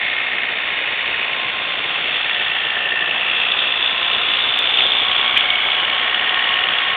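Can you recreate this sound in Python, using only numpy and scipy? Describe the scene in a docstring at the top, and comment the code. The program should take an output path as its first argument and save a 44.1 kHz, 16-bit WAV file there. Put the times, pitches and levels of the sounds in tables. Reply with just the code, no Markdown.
"""Tractor with a snowblower passing

By a straight track, a small microphone 5.5 m off its line hears a three-cylinder diesel tractor creep by.
Combustion knock and injector clatter are noise patterns that partly repeat with every engine cycle.
Gears whine as sines on multiples of the firing rate; the exhaust adds a faint hum and a fluttering rumble.
Snow hisses through the steel chute as gritty, ringing noise, and lumps of ice strike it in short bursts.
The blower's level follows its distance; the microphone passes little above 4 kHz."""
import sys
import numpy as np
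from scipy import signal
from scipy.fft import rfft, irfft, next_fast_len
from scipy.io import wavfile
from scipy.ndimage import map_coordinates

SR = 44100
rng = np.random.default_rng(int(sys.argv[2]) if len(sys.argv) > 2 else 0)


def wrap_up_sound(samples):
    """Save the sound to the file named by the first command line argument, as 16-bit audio."""
    columns = np.atleast_2d(samples).T
    # keep every value between -1 and 1, then stretch to whole-number steps
    tamed = np.clip(columns, -1, 1)
    steps = np.round(tamed * 32767).astype(np.int16)
    wavfile.write(sys.argv[1], SR, steps)


N = 306936
TIME = np.arange(N) / SR  # s


def gain_of(db):
    """Decibels to amplitude."""
    return 10 ** (np.asarray(db) / 20)


def evened(x):
    """Scales to rms 1."""
    return x / np.sqrt(np.mean(x ** 2) + 1e-20)


def curves(rows):
    """Each column of a time table, interpolated sample by sample."""
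    s, *columns = np.transpose(rows)
    return [np.interp(TIME, s, column) for column in columns]


def add(mix, s, sound):
    """Mixes a sound in at time s, cut off at the end of the mix."""
    part = mix[round(s * SR):][:len(sound)]
    part += sound[:len(part)]


def coloured(x, points):
    """Filters by a spectrum drawn on a log-frequency axis."""
    size = next_fast_len(N + 4096)
    hz, db = np.transpose(points)
    log_hz = np.log(np.fft.rfftfreq(size, 1 / SR) + 1)  # the 1 avoids log(0)
    shape_db = np.interp(log_hz, np.log(hz), db)
    return irfft(rfft(x, size) * gain_of(shape_db), size)[:N]


def resonate(x, hz, width_hz):
    """A double-pole resonance, evened to rms 1, whose pitch may follow a curve."""
    turn = np.exp(2j * np.pi * np.cumsum(hz * np.ones(len(x))) / SR)
    r = np.exp(-np.pi * width_hz / SR)
    # shift the ring to 0 Hz, filter there, shift back
    centred = signal.lfilter([1], [1, -2 * r, r * r], x / turn)
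    return evened((turn * centred).real)


def low_pass(x, hz):
    """A steep band limit."""
    taps = signal.firwin(511, hz, window=("kaiser", 9), fs=SR)
    return signal.oaconvolve(x, taps, "same")


def wander(per_s):
    """A random curve of rms 1 through per_s new values a second, joined by straight lines."""
    knots = rng.standard_normal(4096)
    return evened(np.interp(TIME * per_s, np.arange(len(knots)), knots))


def grit(per_s, strength, decay_s):
    """Envelope of many tiny impacts, each with a sharp start, over a steady bed."""
    hits = (rng.random(N) < per_s / SR) * np.minimum(rng.exponential(1, N), 2)
    return 1 + strength * signal.lfilter([1], [1, -np.exp(-1 / (decay_s * SR))], hits)


def vibration(firings, repeat, renew_s):
    """Noise whose power share `repeat` recurs every three firings; the pattern drifts as the tractor moves."""
    size = 2240  # points in one engine cycle
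    patterns = rng.standard_normal((64, size))
    place = [TIME / renew_s, firings / 3 % 1 * size]
    cyclic = evened(map_coordinates(patterns, place, order=1, mode="grid-wrap"))
    return np.sqrt(repeat) * cyclic + np.sqrt(1 - repeat) * rng.standard_normal(N)


def blows(firings, lag, cylinder_db, rise, decay, between, uneven_db):
    """Envelope of one blow a firing over a floor `between`; lag, rise and decay are in firing periods."""
    turns = firings - lag + 3  # the 3 keeps the count positive and the cylinders in order
    count, age = np.floor(turns).astype(int), turns % 1
    strength_db = np.choose(count % 3, cylinder_db) + uneven_db * rng.standard_normal(512)[count]
    pulse = (1 - np.exp(-age / rise)) * np.exp(-(age / decay) ** 2)
    return between + gain_of(strength_db) * pulse


# the blower at the rear passes closest at CLOSEST_S
CLOSEST_S, DISTANCE_M, DRIVE_M_PER_S = 6.56, 5.5, 1.59


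def approach_db():
    """Level of the passing blower against its closest point: amplitude falls as 1 / distance."""
    along_m = DRIVE_M_PER_S * (TIME - CLOSEST_S)
    return 20 * np.log10(DISTANCE_M / np.hypot(DISTANCE_M, along_m))


# low hum at the exhaust: (multiple of the firing rate [-], level [dB])
EXHAUST_HUM = [(4, -58), (8, -67), (10, -51.5), (13, -53)]
# tone colour of the exhaust rumble: (frequency [Hz], relative level [dB])
RUMBLE_SPECTRUM = [(20, -22.5), (40, -28), (65, -4.5), (150, -3), (260, -1), (480, 5), (700, 4.5),
                   (1100, -18.5)]
# level at the closest point [dB]; the rumble grows by only a share of the approach
RUMBLE_DB, RUMBLE_SHARE = -35.5, 0.25


def exhaust(firings):
    """A faint hum of firing-rate multiples in a low, fluttering rumble that grows as the tractor nears."""
    hum = np.zeros(N)
    for multiple, db in EXHAUST_HUM:
        tone = np.sin(2 * np.pi * (round(multiple) * firings + rng.random()))
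        hum += gain_of(db + wander(1.8)) * tone
    flutter = gain_of(1.8 * wander(70))
    rumble = evened(coloured(flutter * vibration(firings, repeat=.089, renew_s=.9), RUMBLE_SPECTRUM))
    return np.sqrt(2) * hum + gain_of(RUMBLE_DB + RUMBLE_SHARE * approach_db()) * rumble


# engine speed, rising as the load eases; also turns the whole scene: (time [s], firing rate [1/s])
FIRING_RATE = [(0.0, 59.55), (1.6, 58.91), (2.0, 59.16), (3.2, 58.75), (3.8, 58.88), (4.4, 58.45),
               (4.62, 60.35), (5.0, 61.42), (5.6, 61.36), (5.9, 60.77), (6.5, 60.99), (6.96, 60.65)]
# strength of each cylinder's knock through the block, also for the engine: (relative level [dB]) x 3
KNOCK_BY_CYLINDER = [-4, 3, -8]
# the block, heard more and less as its angle changes, also for the engine:
# (time [s], knock level [dB], whine level [dB])
BLOCK_LEVELS = [(0, -29, -36), (.85, -27, -37.5), (1.7, -35, -51), (2.45, -31.5, -31), (2.95, -30, -27),
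                (3.55, -34.5, -39), (4.25, -32.5, -39.5), (4.8, -39, -51.5), (5.5, -31, -46.5),
                (6.25, -29.5, -25), (6.96, -30.5, -29.5)]
# gear tones that the block radiates: (multiple of the firing rate [-])
BLOCK_TONES = [30, 31]
# whine of the blower's gearbox: (time [s], level [dB])
GEARBOX_LEVEL = [(0, -51), (1.65, -35), (2.85, -60), (4.05, -35), (4.6, -49.5), (5.1, -30.5), (5.7, -34.5),
                 (6.5, -31.5), (6.96, -33)]
# narrow ring of the engine hood, also for the engine: (time [s], level [dB])
HOOD_LEVEL = [(0, -30), (1.2, -39), (2, -43.5), (4.7, -43.5), (5.45, -28), (5.95, -36), (6.96, -35)]
BLOCK_MODE_HZ, BLOCK_MODE_WIDTH_HZ = 1802, 64
# gear tones of the blower drive and of the hood (multiples of the firing rate)
SHAFT_ORDER, GEARBOX_ORDER, HOOD_ORDER = 12, 18, 36
# shaft tone [dB] at working speed [firings per s], and its rise with speed
SHAFT_DB, WORKING_HZ, SHAFT_DB_PER_HZ = -44, 59.43, 2


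def gears(firings):
    """Meshing teeth sing on multiples of the firing rate; power strokes shake their level."""
    speed = curves(FIRING_RATE)[0]
    gearbox_db, hood_db = curves(GEARBOX_LEVEL)[0], curves(HOOD_LEVEL)[0]
    block_db = curves(BLOCK_LEVELS)[1]
    turns = firings + .003 * wander(14)  # slight unsteadiness of pitch
    shake = evened(blows(firings, lag=.62, cylinder_db=KNOCK_BY_CYLINDER, rise=.1, decay=.5,
                         between=.5, uneven_db=1.2))
    levels = [(SHAFT_ORDER, SHAFT_DB + SHAFT_DB_PER_HZ * (speed - WORKING_HZ)),
              (GEARBOX_ORDER, gearbox_db),
              (HOOD_ORDER, hood_db + .5 * approach_db())]
    for order in BLOCK_TONES:
        # loudest when the tone meets the block's mode
        off_mode = 2 * (order * speed - BLOCK_MODE_HZ) / BLOCK_MODE_WIDTH_HZ
        levels.append((order, block_db - 10 * np.log10(1 + off_mode ** 2)))
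    whine = np.zeros(N)
    for order, db in levels:
        tone = np.sin(2 * np.pi * (order * turns + rng.random()))
        whine += gain_of(db + 2 * wander(18)) * tone
    return np.sqrt(2) * shake * whine


# lumps of ice strike the chute: (time [s], level before the fade [dB], ring [Hz], length [s])
ICE_LUMPS = [(1.94, -17, 3450, .007), (3.11, -14.5, 2800, .004), (3.516, -14, 3400, .007),
             (3.585, -18, 3450, .02), (3.618, -16, 3200, .006), (4.864, -10.5, 3300, .005),
             (5.112, -13.5, 3350, .008), (5.366, -15, 2400, .015), (5.369, -12.5, 3150, .015),
             (5.503, -10.5, 3250, .006)]


def lumps():
    """Each lump crumbles against the steel in a short ringing burst of noise."""
    out, t = np.zeros(N), TIME[:4096]
    for s, db, hz, length_s in ICE_LUMPS:
        ring = resonate(rng.standard_normal(len(t)), hz, width_hz=900)
        onset = np.minimum(t * 2000, 1)  # half a millisecond
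        add(out, s, gain_of(db) * ring * np.exp(-(t / length_s) ** 4) * onset)
    return out


# clatter of each cylinder, heard from ahead and then from the side, also for the engine:
# (time [s], first level [dB], second level [dB], third level [dB]), all relative
CLATTER_BY_CYLINDER = [(3.2, 3, -3.5, -1.5), (5.6, -1, -0.5, 3.5)]
# tone colour of the impeller: (frequency [Hz], relative level [dB])
ROAR_SPECTRUM = [(150, -25), (400, -16), (600, -4), (760, 7), (950, 5), (1250, 7.5), (1600, 8),
                 (2000, -3.5), (3000, -7.5), (4500, -16.5)]
# tone colour of the flying snow: (frequency [Hz], relative level [dB])
SPRAY_SPECTRUM = [(500, -25.5), (2000, -9), (3000, 8.5), (3600, -9.5), (4500, -5.5)]
# ring of the chute: (time [s], frequency [Hz])
CHUTE_RING = [(1.2, 3562), (2.75, 3336), (4.4, 3557), (5.4, 3340)]
# the auger bites into deeper snow and the hiss surges: (time [s], rise [dB], half length [s])
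SNOW_SURGES = [(2.25, 3.8, 0.41), (3.562, 3.5, 0.15), (4.258, 2, 0.21), (4.846, 3, 0.26),
               (5.298, 1.5, 0.42)]
# levels at the closest point [dB]
ROAR_DB, HISS_DB = -26.5, -25
# the hiss swells while the mouth of the chute faces the microphone
FACING_S, FACING_WIDTH_S, FACING_DB = 4.4, 1.6, 4.5


def blower(firings):
    """The impeller roars; snow scours the chute in gritty clumps, shaken in time with the engine."""
    churn = grit(per_s=200, strength=.55, decay_s=.002)
    roar = evened(coloured(churn * vibration(firings, repeat=.14, renew_s=.892), ROAR_SPECTRUM))
    shake = blows(firings, lag=.78, cylinder_db=curves(CLATTER_BY_CYLINDER), rise=.06, decay=.3,
                  between=.85, uneven_db=2.4)
    feed = gain_of(wander(15))  # the auger delivers snow unevenly
    clumps = grit(per_s=170, strength=1.1, decay_s=.0017)
    chute_hz = curves(CHUTE_RING)[0]
    ring = resonate(shake * vibration(firings, repeat=.35, renew_s=.8), chute_hz, width_hz=494)
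    snow = shake * clumps * vibration(firings, repeat=.27, renew_s=.8)
    spray = evened(coloured(snow, SPRAY_SPECTRUM))
    hiss_db = HISS_DB + FACING_DB * np.exp(-((TIME - FACING_S) / FACING_WIDTH_S) ** 2)
    for s, rise_db, length_s in SNOW_SURGES:
        hiss_db += rise_db * np.exp(-((TIME - s) / length_s) ** 2)
    hiss = gain_of(hiss_db) * feed * (ring + gain_of(-2.5) * spray)
    return gain_of(approach_db()) * (gain_of(ROAR_DB) * roar + hiss)


# a rattling side panel: (time [s], level [dB], ring [Hz])
SIDE_PANEL = [(0, -27, 2556), (1.8, -27.5, 2650), (2.7, -24, 2740), (3.3, -22.5, 2680), (4.3, -27, 2750),
              (5.1, -30.5, 2750), (5.6, -29, 2960), (6.25, -25.5, 2875)]
# valve clatter: (time [s], level [dB])
VALVE_LEVEL = [(.6, -20.5), (2.2, -19.5), (2.9, -24), (4.9, -18.5), (6.96, -20.5)]
# tone colour of the valve clatter: (frequency [Hz], relative level [dB])
VALVE_SPECTRUM = [(300, -29), (900, -18), (1500, -9), (2000, -2), (2250, 2), (2500, -1), (2900, 0),
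                  (3500, -5), (4500, -7)]


def engine(firings):
    """Combustion knocks ring the block; injectors and valves clatter and ring a panel and the hood."""
    knock_db, (panel_db, panel_hz) = curves(BLOCK_LEVELS)[0], curves(SIDE_PANEL)
    valve_db, hood_db = curves(VALVE_LEVEL)[0], curves(HOOD_LEVEL)[0]
    clatter_db = curves(CLATTER_BY_CYLINDER)
    knock = blows(firings, lag=.6, cylinder_db=KNOCK_BY_CYLINDER, rise=.16, decay=.6,
                  between=.08, uneven_db=.8)
    taps = blows(firings, lag=.71, cylinder_db=clatter_db, rise=.06, decay=.42,
                 between=.55, uneven_db=1.2)
    valve_taps = blows(firings, lag=.88, cylinder_db=clatter_db, rise=.06, decay=.3,
                       between=1.6, uneven_db=1.4)
    impacts = grit(per_s=420, strength=.6, decay_s=.0007)
    block = resonate(knock * vibration(firings, repeat=.4, renew_s=1.2), 1886, width_hz=330)
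    panel = resonate(taps * vibration(firings, repeat=.45, renew_s=1.1), panel_hz, width_hz=370)
    valve_noise = valve_taps * impacts * vibration(firings, repeat=.5, renew_s=1.1)
    valves = evened(coloured(valve_noise, VALVE_SPECTRUM))
    hood = resonate(taps * vibration(firings, repeat=.34, renew_s=1.1), 2230, width_hz=220)
    return (gain_of(knock_db) * block + gain_of(panel_db) * panel
            + gain_of(valve_db) * valves + gain_of(hood_db) * hood)


def scene():
    """Everything but the ice lumps turns with the one crankshaft, counted in firings."""
    firings = np.cumsum(curves(FIRING_RATE)[0]) / SR
    return (exhaust(firings) + gears(firings) + lumps() + blower(firings) + engine(firings))[None]


# response of the small microphone: (frequency [Hz], gain [dB])
MICROPHONE_RESPONSE = [(20, 0), (3550, 0), (3750, -5.5), (3900, -11), (4100, -14.5), (4400, -19),
                       (4700, -33)]
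# thin sharp ticks that bypass the microphone's response: (time [s], peak before the band limit [dB])
THIN_TICKS = [(3.402, -42), (4.5897, -14), (5.378, -14)]
MIC_EDGE_HZ, EDGE_HZ = 4620, 16000


def record(dry):
    """A narrow-band microphone, a few thin ticks that reach above its range, then the band limit."""
    heard = low_pass(coloured(dry[0], MICROPHONE_RESPONSE), MIC_EDGE_HZ)
    for s, db in THIN_TICKS:
        add(heard, s, gain_of(db) * np.exp(-TIME[:64] / .00007))
    return low_pass(heard, EDGE_HZ)[None]


dry = scene()
out = record(dry)
wrap_up_sound(out)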